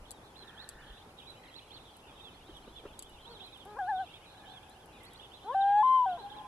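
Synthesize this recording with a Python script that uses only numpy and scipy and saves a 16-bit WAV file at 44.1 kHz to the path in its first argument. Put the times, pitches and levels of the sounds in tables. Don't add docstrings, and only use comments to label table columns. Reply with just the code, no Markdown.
import sys
import numpy as np
from scipy import signal
from scipy.fft import rfft, irfft
from scipy.io import wavfile
from scipy.ndimage import uniform_filter1d

SR = 44100
rng = np.random.default_rng(int(sys.argv[2]) if len(sys.argv) > 2 else 0)


def transcribe(u):
    v = np.clip(np.atleast_2d(u).T, -1, 1)
    q = np.round(v * 32767).astype(np.int16)
    wavfile.write(sys.argv[1], SR, q)


N = 285327


def amp(db):
    return 10 ** (np.asarray(db) / 20)


def unit(x):
    return x / np.sqrt(np.mean(x ** 2) + 1e-20)


def read(points, hz):
    f, value = np.transpose(points)
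    return np.interp(np.log(hz + 1), np.log(f + 1), value)


def colour(x, points):
    size = x.shape[-1]
    gain = amp(read(points, np.fft.rfftfreq(size, 1 / SR)))
    return irfft(rfft(x) * gain, size)


def wander(size, rate_hz):
    length = max(size, SR)
    hz = np.fft.rfftfreq(length, 1 / SR)
    slow = rfft(rng.standard_normal(length)) * np.exp(-(hz / rate_hz) ** 2)
    return unit(irfft(slow, length))[:size]


def add(mix, s, sound):
    part = mix[..., max(round(s * SR), 0):][..., :sound.shape[-1]]
    part += sound[..., :part.shape[-1]]


def fade(size, edge_s):
    return signal.windows.tukey(size, min(2 * edge_s * SR / size, 1))


def pan(side_db):
    return amp(np.array([[.5], [-.5]]) * side_db)


def noise_pair(left, other, likeness):
    return np.array([left, likeness * left + np.sqrt(1 - likeness ** 2) * other])


def scatter(x, shape, spectrum, likeness):
    delay, db = np.transpose(shape)
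    t = np.arange(2 * SR) / SR
    inside = t < delay[-1]
    left, other = rng.standard_normal((2, len(t))) * amp(np.interp(t, delay, db)) * inside
    taps = colour(noise_pair(left, other, likeness) / np.linalg.norm(left), spectrum)
    return signal.fftconvolve(np.atleast_2d(x), taps[:, inside], axes=1)[:, :N]


def hiss(db=-67):
    # frequency in Hz, relative level in dB.
    hiss_colour = [(1200, -16), (2400, 7.5), (3500, 2), (5000, 3), (6500, -0.5), (8800, -1.5), (9600, 0.5),
                   (10300, 2.5), (11000, -2), (12000, -5), (14000, -8.5), (15700, -26)]
    return amp(db) * unit(colour(rng.standard_normal((2, N)), hiss_colour))


def air(level_db=-56.25, swell_db=0.89):
    # frequency in Hz, relative level in dB per Hz.
    air_colour = [(15, -37), (25, -3), (49, -1), (113, -2), (197, -5.5), (414, -4.5), (630, -6.5),
                  (680, -7.5), (840, -2), (960, -7), (1230, -10.5), (1640, -14), (2400, -15), (3120, -39.5),
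                  (5280, -120)]
    # frequency in Hz, gain in dB.
    distance_colour = [(1500, 1.5), (2300, -3.5), (3300, 3), (6000, -23)]
    # frequency in Hz, left-right likeness (kept within -1 and 0.992).
    likeness_curve = [(60, 0.99), (300, 0.98), (640, 0.86), (1400, 0.36), (3100, -1.1)]
    hz = np.fft.rfftfreq(N, 1 / SR)
    left, other = rfft(rng.standard_normal((2, N)))
    likeness = np.clip(read(likeness_curve, hz), -1, .992)
    pair = colour(irfft(noise_pair(left, other, likeness), N), air_colour)
    level = amp(level_db + swell_db * wander(N, 5.2))
    return level * unit(colour(pair, distance_colour))


def puffs(rows, spectrum):
    t, out = np.arange(N) / SR, np.zeros(N)
    noise = colour(rng.standard_normal(N), spectrum)
    for s, half_s, db in rows:
        swell = np.exp(-.5 * ((t - s) / half_s) ** 2)
        puff = noise * swell
        out += amp(db) * puff * np.linalg.norm(swell) / np.linalg.norm(puff)
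    return out


def buffets():
    # centre in seconds, half length in seconds, level in dB.
    buffet_rows = [(.02, 0.028, -50), (.8, .04, -56.5), (.92, 0.018, -48), (2.7, 0.22, -60),
                   (3.15, 0.1, -60)]
    # frequency in Hz, relative level in dB.
    buffet_colour = [(10, -16), (35, -3.5), (55, -5.5), (90, -26), (200, -39), (600, -80)]
    return puffs(buffet_rows, buffet_colour)


def far_rasp(db=-59.0):
    # frequency in Hz, relative level in dB.
    rasp_colour = [(500, -57), (830, -13), (1100, -11), (1400, -2.5), (1620, 0), (1800, 5), (2000, -14),
                   (2600, -50)]
    return puffs([(.56, 0.098, db), (.83, 0.1, db - 0.5)], rasp_colour)


def whistle(hz, flutter_db, jitter):
    knots = rng.standard_normal((2, 100))
    waver, flutter = (np.interp(np.arange(len(hz)) / 150, np.arange(100), row) for row in knots)
    phase = 2 * np.pi * np.cumsum(hz * (1 + jitter * waver)) / SR
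    return np.sin(phase) * amp(flutter_db * flutter)


def slur(length, start_hz, middle_hz, end_hz, db, flutter_db=11.5, jitter=0.0085):
    u = np.linspace(-1.1, 1.1, int(1.1 * max(length, .01) * SR))
    slope_hz = (end_hz - start_hz) / 2
    bend_hz = (start_hz + end_hz) / 2 - middle_hz
    tone = whistle(middle_hz + u * slope_hz + u ** 2 * bend_hz, flutter_db, jitter)
    return amp(db) * unit(tone * signal.windows.tukey(len(u), .35))


def deep_whistles():
    # start in seconds, length in seconds, start, middle and end pitch in Hz,
    # level in dB before the trees reflect it.
    whistle_rows = [(1.3, 0.19, 3000, 2000, 2100, -70.5), (4.83, .26, 3200, 2200, 1900, -70.5),
                    (2.4, 0.15, 2500, 4400, 6400, -74), (3.9, 0.065, 4100, 2800, 3900, -82)]
    out = np.zeros(N)
    for s, *row in whistle_rows:
        add(out, s, slur(*row))
    return out


def far_chorus(far_db=-69.5, count=480):
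    # time in seconds, level in dB (only its shape counts).
    busy = [(0.0, -63), (0.33, -67), (0.98, -63.5), (2.3, -64.5), (3.44, -63), (3.68, -69.5), (4.14, -60.5),
            (4.72, -67.5), (5.4, -63), (5.9, -64.5)]
    busy_s, busy_db = np.transpose(busy)
    out = np.zeros((2, N))
    for when, length, pitch, sweep, arch, level, side in rng.random((count, 7)):
        s = when * N / SR
        hz = 3350 + 680 * np.arcsin(2 * pitch - 1)
        glide_hz = 550 * np.cos(np.pi * sweep)
        bow_hz = 450 * (arch - .25)
        db = far_db + 8 * (level - .5)
        db -= 5 * ((hz - 3150) / 1000) ** 2
        db += np.interp(s, busy_s, busy_db) - busy_db.mean()
        start_hz, end_hz = hz - glide_hz - bow_hz, hz + glide_hz - bow_hz
        song = slur(.03 + 0.044 * length, start_hz, hz, end_hz, db, flutter_db=2.5, jitter=.02)
        late_left = np.roll(song, int(10 * side) - 2)
        add(out, s, np.array([late_left, song]) * pan(2 - 9 * side))
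    return out


def swoop(rise_s, hold_s, fall_s, top_hz, db, edge_s=0.014):
    foot_hz, foot_db, roundness = 2866, 0.5, 1.2
    up, hold, down = (int(max(s, 0) * SR) for s in (rise_s, hold_s, fall_s))
    below = np.concatenate([np.linspace(1, 0, up), np.zeros(hold), np.linspace(0, 1, down)]) ** roundness
    tone = whistle(top_hz + (foot_hz - top_hz) * below, flutter_db=4.5, jitter=0.0098)
    return amp(db) * unit(tone * amp(foot_db * below) * fade(len(tone), edge_s))


def near_birds(count=14):
    # start in seconds, rise, hold and fall in seconds, top pitch in Hz,
    # level in dB before the songbird mix.
    chirp_rows = [(0.353, 0.021, .05, .022, 4150, -55.5), (.468, 0, 0.0049, .043, 3750, -57),
                  (.562, 0.076, 0, 0.018, 4420, -52.5), (1.176, 0.0027, 0.00078, 0.036, 3970, -54.5),
                  (1.253, 0.024, 0.048, 0.0071, 3960, -53), (1.532, 0.04, 0.0042, 0.029, 4300, -53),
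                  (1.699, 0.051, 0.0011, 0.038, 4450, -54.5), (2.189, 0.035, 0, 0.081, 3816, -54.5),
                  (2.535, 0.0035, 0, 0.063, 3700, -57), (2.748, 0.0036, 0.028, .035, 3490, -54),
                  (3.239, 0.077, 0.0073, 0.066, 4430, -57), (3.389, 0.0064, 0.0008, 0.044, 3850, -55.5),
                  (3.395, .065, 0, 0.034, 4235, -54), (3.519, 0, 0.002, 0.053, 3950, -54.5),
                  (3.568, 0, .03, 0.044, 3610, -58), (3.948, 0.0013, 0, .05, 3940, -56.5),
                  (4.052, 0, 0, 0.034, 3750, -59.5), (4.125, 0.043, 0.01, 0.0041, 3750, -54.5),
                  (4.449, .08, .03, .04, 3586, -56.5), (5.019, .06, 0.016, 0.0029, 4470, -62),
                  (5.134, .055, 0, 0.0019, 4780, -62), (5.183, 0.036, .012, 0.042, 3620, -56),
                  (5.31, 0.064, 0, 0.0093, 4120, -57), (5.603, 0.0075, 0.00079, 0.037, 3900, -51),
                  (6.092, 0.00049, 0, .05, 4050, -58.5), (6.14, 0.08, 0.00096, 0.0044, 4250, -59.5),
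                  (6.293, 0, 0, 0.047, 3750, -54.5), (6.358, 0, 0, .052, 4180, -57)]
    soft_db, soft_top_hz, soft_s = -63.5, 3750, 0.024
    out = np.zeros(N)
    for s, *row in chirp_rows:
        add(out, s, swoop(*row))
    for k, (when, rising, pitch, level) in enumerate(rng.random((count, 4))):
        rise_s, fall_s = (soft_s, 0) if rising < .5 else (0, soft_s)
        top_hz = soft_top_hz + 900 * (pitch - .5)
        db = soft_db + 5 * (level - .5)
        add(out, (k + when) / count * N / SR, swoop(rise_s, 0, fall_s, top_hz, db))
    return out


def songbirds(near_db=2.1, left_db=-8, woods_db=-12.0):
    # delay in seconds, relative level in dB.
    woods = [(0, 0), (.03, -2), (.45, -45)]
    near, far = near_birds(), far_chorus()
    near_pair = np.array([amp(left_db) * np.roll(near, shift=5), near])
    direct = amp(near_db) * near_pair + far
    into_woods = amp(woods_db) * (near + far[1]) + deep_whistles()
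    return direct + scatter(into_woods, woods, [(2000, 6.5), (5000, -1.2)], 0) * pan(-1.4)


def drops(side_db=3.0, tail_db=-27, tail_s=0.012, top_hz=12500, rise_s=0.00021, count=4):
    # start in seconds, level in dB.
    drop_rows = [(0.1073, -33.5), (0.1147, -36), (0.69, -32.5), (1.968, -49.5), (2.569, -53), (2.9916, -32),
                 (3.024, -34.5), (3.094, -54), (3.574, -55), (3.652, -50), (4.696, -49.5), (5.0334, -50.5),
                 (5.052, -48.5), (5.134, -48.5)]
    # resonance in Hz, width in Hz, relative level in dB.
    modes = [(4120, 550, -12), (4600, 64, -3.5), (7290, 320, -4), (7880, 190, 4), (8900, 360, -4.5),
             (10300, 380, -8), (10570, 510, -1.5), (11900, 900, -12)]
    decay_s, rebound_s, rebound_db = 0.0016, 0.0064, -13
    big_db, brighter = -36, 1
    speck_db = -54
    out, t = np.zeros((2, N)), np.arange(4096) / SR
    hz = abs(np.fft.fftfreq(len(t), 1 / SR))
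    ring = np.sqrt(sum(amp(db) ** 2 / (1 + (2 * (hz - f) / width) ** 2) for f, width, db in modes))
    ring = ring / np.sqrt(1 + (hz / top_hz) ** 14)
    ring = ring / np.sqrt(1 + (3000 / (hz + 100)) ** 2)
    burst = (1 - np.exp(-t / rise_s)) * (np.exp(-t / decay_s) + amp(tail_db) * np.exp(-t / tail_s))
    burst = burst + amp(rebound_db) * np.interp(t - rebound_s, t, burst)
    specks = [(when * N / SR, speck_db) for when in rng.random(count)]
    for s, db in drop_rows + specks:
        bright_db = brighter * (big_db - db)
        octaves = np.log2(np.clip(hz, 3000, 11000) / 8000)
        gain = unit(ring * amp(bright_db * octaves))
        body = np.exp(signal.hilbert(np.log(gain + 1e-5)).conj())
        spatter = rng.standard_normal((2, len(t))) * burst
        left, right = np.fft.ifft(np.fft.fft(spatter) * body).real
        add(out, s, amp(db) * pan(side_db) * np.array([left, np.roll(right, shift=2)]))
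    return out


def wing_beats():
    # centre in seconds, half length in seconds, level in dB.
    beat_rows = [(2.49, 0.0066, -56), (2.502, 0.0087, -52.5), (2.682, 0.0051, -48), (2.84, .003, -53),
                 (2.86, 0.0056, -41.5)]
    # frequency in Hz, relative level in dB.
    wing_colour = [(100, -12), (230, -4.5), (350, 5.5), (480, -2.5), (700, -16), (1100, -15.5), (1600, -15),
                   (2200, -32), (5000, -45), (12000, -65)]
    return puffs(beat_rows, wing_colour)


def shore_echo(voice, db=-24):
    # delay in seconds, relative level in dB.
    shore = [(0, -33), (.1, -22.5), (.3, -25), (.46, -16), (.54, 3.5), (.62, -6), (.75, -6), (1.1, -16),
             (1.501, -36)]
    # frequency in Hz, gain in dB.
    shore_colour = [(300, -6.5), (800, 1), (1050, 4.5), (1650, 7), (2200, 10.5), (3500, -5.5), (8000, -24)]
    return amp(db) * scatter(voice.mean(0), shore, shore_colour, .7)


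def water_echo(voice, db=-31):
    shape = [(0, -16.5), (.006, -2.5), (.014, -3.5), (.06, -29)]
    return amp(db) * scatter(voice.mean(0), shape, [(500, 0), (4000, 0)], 1.0)


def note(t, gesture, register, upper_flutter_db=2.5):
    registers = {"low": (0.77, -12.5, -1, 0.2, .014, 1.2, -0.02),
                 "middle": (1.0, 0.054, -1.8, 1.0, .0015, .08, .0065),
                 "high": (1.1864, -0.18, -0.5, 0.72, .0015, -0.045, 0.0046)}
    # its frequency in Hz, level in dB.
    octave_curve = [(750, -4.5), (1020, -3.5), (1130, -12), (1260, -21.5), (1450, -18.5), (1700, -18),
                    (1780, -23), (2060, -36.5)]
    # frequency in Hz, level in dB.
    throat = [(1100, -16), (1350, -15.5), (1700, -19.5), (2050, -38), (2350, -46.5), (2650, -41.5),
              (3100, -34), (3450, -33), (4100, -62.5), (5200, -69), (8300, -57), (9300, -71.5),
              (10400, -58.5), (12500, -87)]
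    # frequency in Hz, left-right difference in dB.
    loon_side = [(400, -1), (800, 1.25), (1030, 4.5), (1600, 5), (2080, -1), (3200, 2), (8000, -3.5)]
    falter_db, falter_s = -5.5, 0.0092
    ratio, first_db, upper_db, effort_gain, jitter, shimmer_db, edge_s = registers[register]

    s, *columns = np.transpose(gesture)
    curves = [np.interp(t, s, column) for column in columns]
    hz, effort_db, octave_db = (uniform_filter1d(c, size=500, mode="nearest") for c in curves)
    hz = ratio * hz * (1 + jitter * wander(len(t), 200))
    effort_db = effort_db + falter_db * np.exp((t - t[-1]) / falter_s)
    phase = 2 * np.pi * np.cumsum(hz) / SR

    upper = amp(effort_db + upper_db + effort_gain * (effort_db + 21.5))
    levels = [amp(effort_db + first_db), amp(effort_db + octave_db + read(octave_curve, 2 * hz))]
    for k in range(3, 5 if register == "low" else 13):
        flutter_db = upper_flutter_db * wander(len(t), 25)
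        levels.append(upper * amp(read(throat, k * hz) + flutter_db))
    tone = np.zeros((2, len(t)))
    for k, level in enumerate(levels, 1):
        tone += level * np.sin(k * phase) * pan(read(loon_side, k * hz))
    shimmer = amp(shimmer_db * wander(len(t), 100))
    return np.sqrt(2) * tone * shimmer * fade(len(t), edge_s)


def loon():
    # time in seconds, pitch in the middle register in Hz, effort in dB,
    # extra strength of the octave in dB.
    moan = [(3.27, 602, -53.5, -1.5), (3.31, 633, -44, -11.5), (3.37, 531, -50, -15),
            (3.45, 480, -52, -1.5)]
    hoot = [(3.658, 490, -45, -3), (3.685, 540, -43.5, -5), (3.755, 546, -42.5, -7.5),
            (3.772, 645, -35.5, -6.5), (3.793, 846, -35, 13.5), (3.82, 746, -33.3, 3.5),
            (3.866, 716, -39.5, 3), (3.895, 887, -30.5, 11.5), (3.932, 761, -31.5, -0.5),
            (3.975, 736, -35.3, -1.5), (4.012, 784, -33, 7), (4.049, 688, -44.5, -4)]
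    wail = [(5.448, 473.2, -44, -1.5), (5.5, 622.4, -34, 3), (5.546, 772, -27.2, -3.5),
            (5.74, 814.9, -24, -2.5), (5.81, 852, -21.5, -6.5), (5.84, 868.6, -23.5, -4),
            (5.95, 877, -22.2, 0), (6.04, 833, -26, -21), (6.075, 757, -29.5, 1), (6.135, 708.4, -35, -2.5),
            (6.176, 674, -45, -2), (6.216, 546, -43, -2)]
    # time in seconds, new register.
    hoot_breaks = [(3.787, "middle")]
    wail_breaks = [(5.546, "middle"), (5.83, "high"), (6.059, "middle"), (6.176, "low")]
    overlap_s = .0028
    out = np.zeros((2, N))
    for gesture, breaks in (moan, []), (hoot, hoot_breaks), (wail, wail_breaks):
        starts = [(gesture[0][0], "low")] + breaks
        ends = [s for s, _ in breaks] + [gesture[-1][0]]
        for (start, register), end in zip(starts, ends):
            t = np.arange(start - overlap_s, end + overlap_s, 1 / SR)
            add(out, t[0], note(t, gesture, register))
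    return out


def scene():
    voice = loon()
    background = hiss() + air() + buffets() + far_rasp()
    echoes = shore_echo(voice) + water_echo(voice)
    return background + songbirds() + drops() + wing_beats() + echoes + voice


def record(dry):
    edge_hz = 15720
    low_pass = signal.firwin(511, edge_hz, window=("kaiser", 9), fs=SR)
    return signal.oaconvolve(dry, low_pass[None], "same")


dry = scene()
out = record(dry)
transcribe(out)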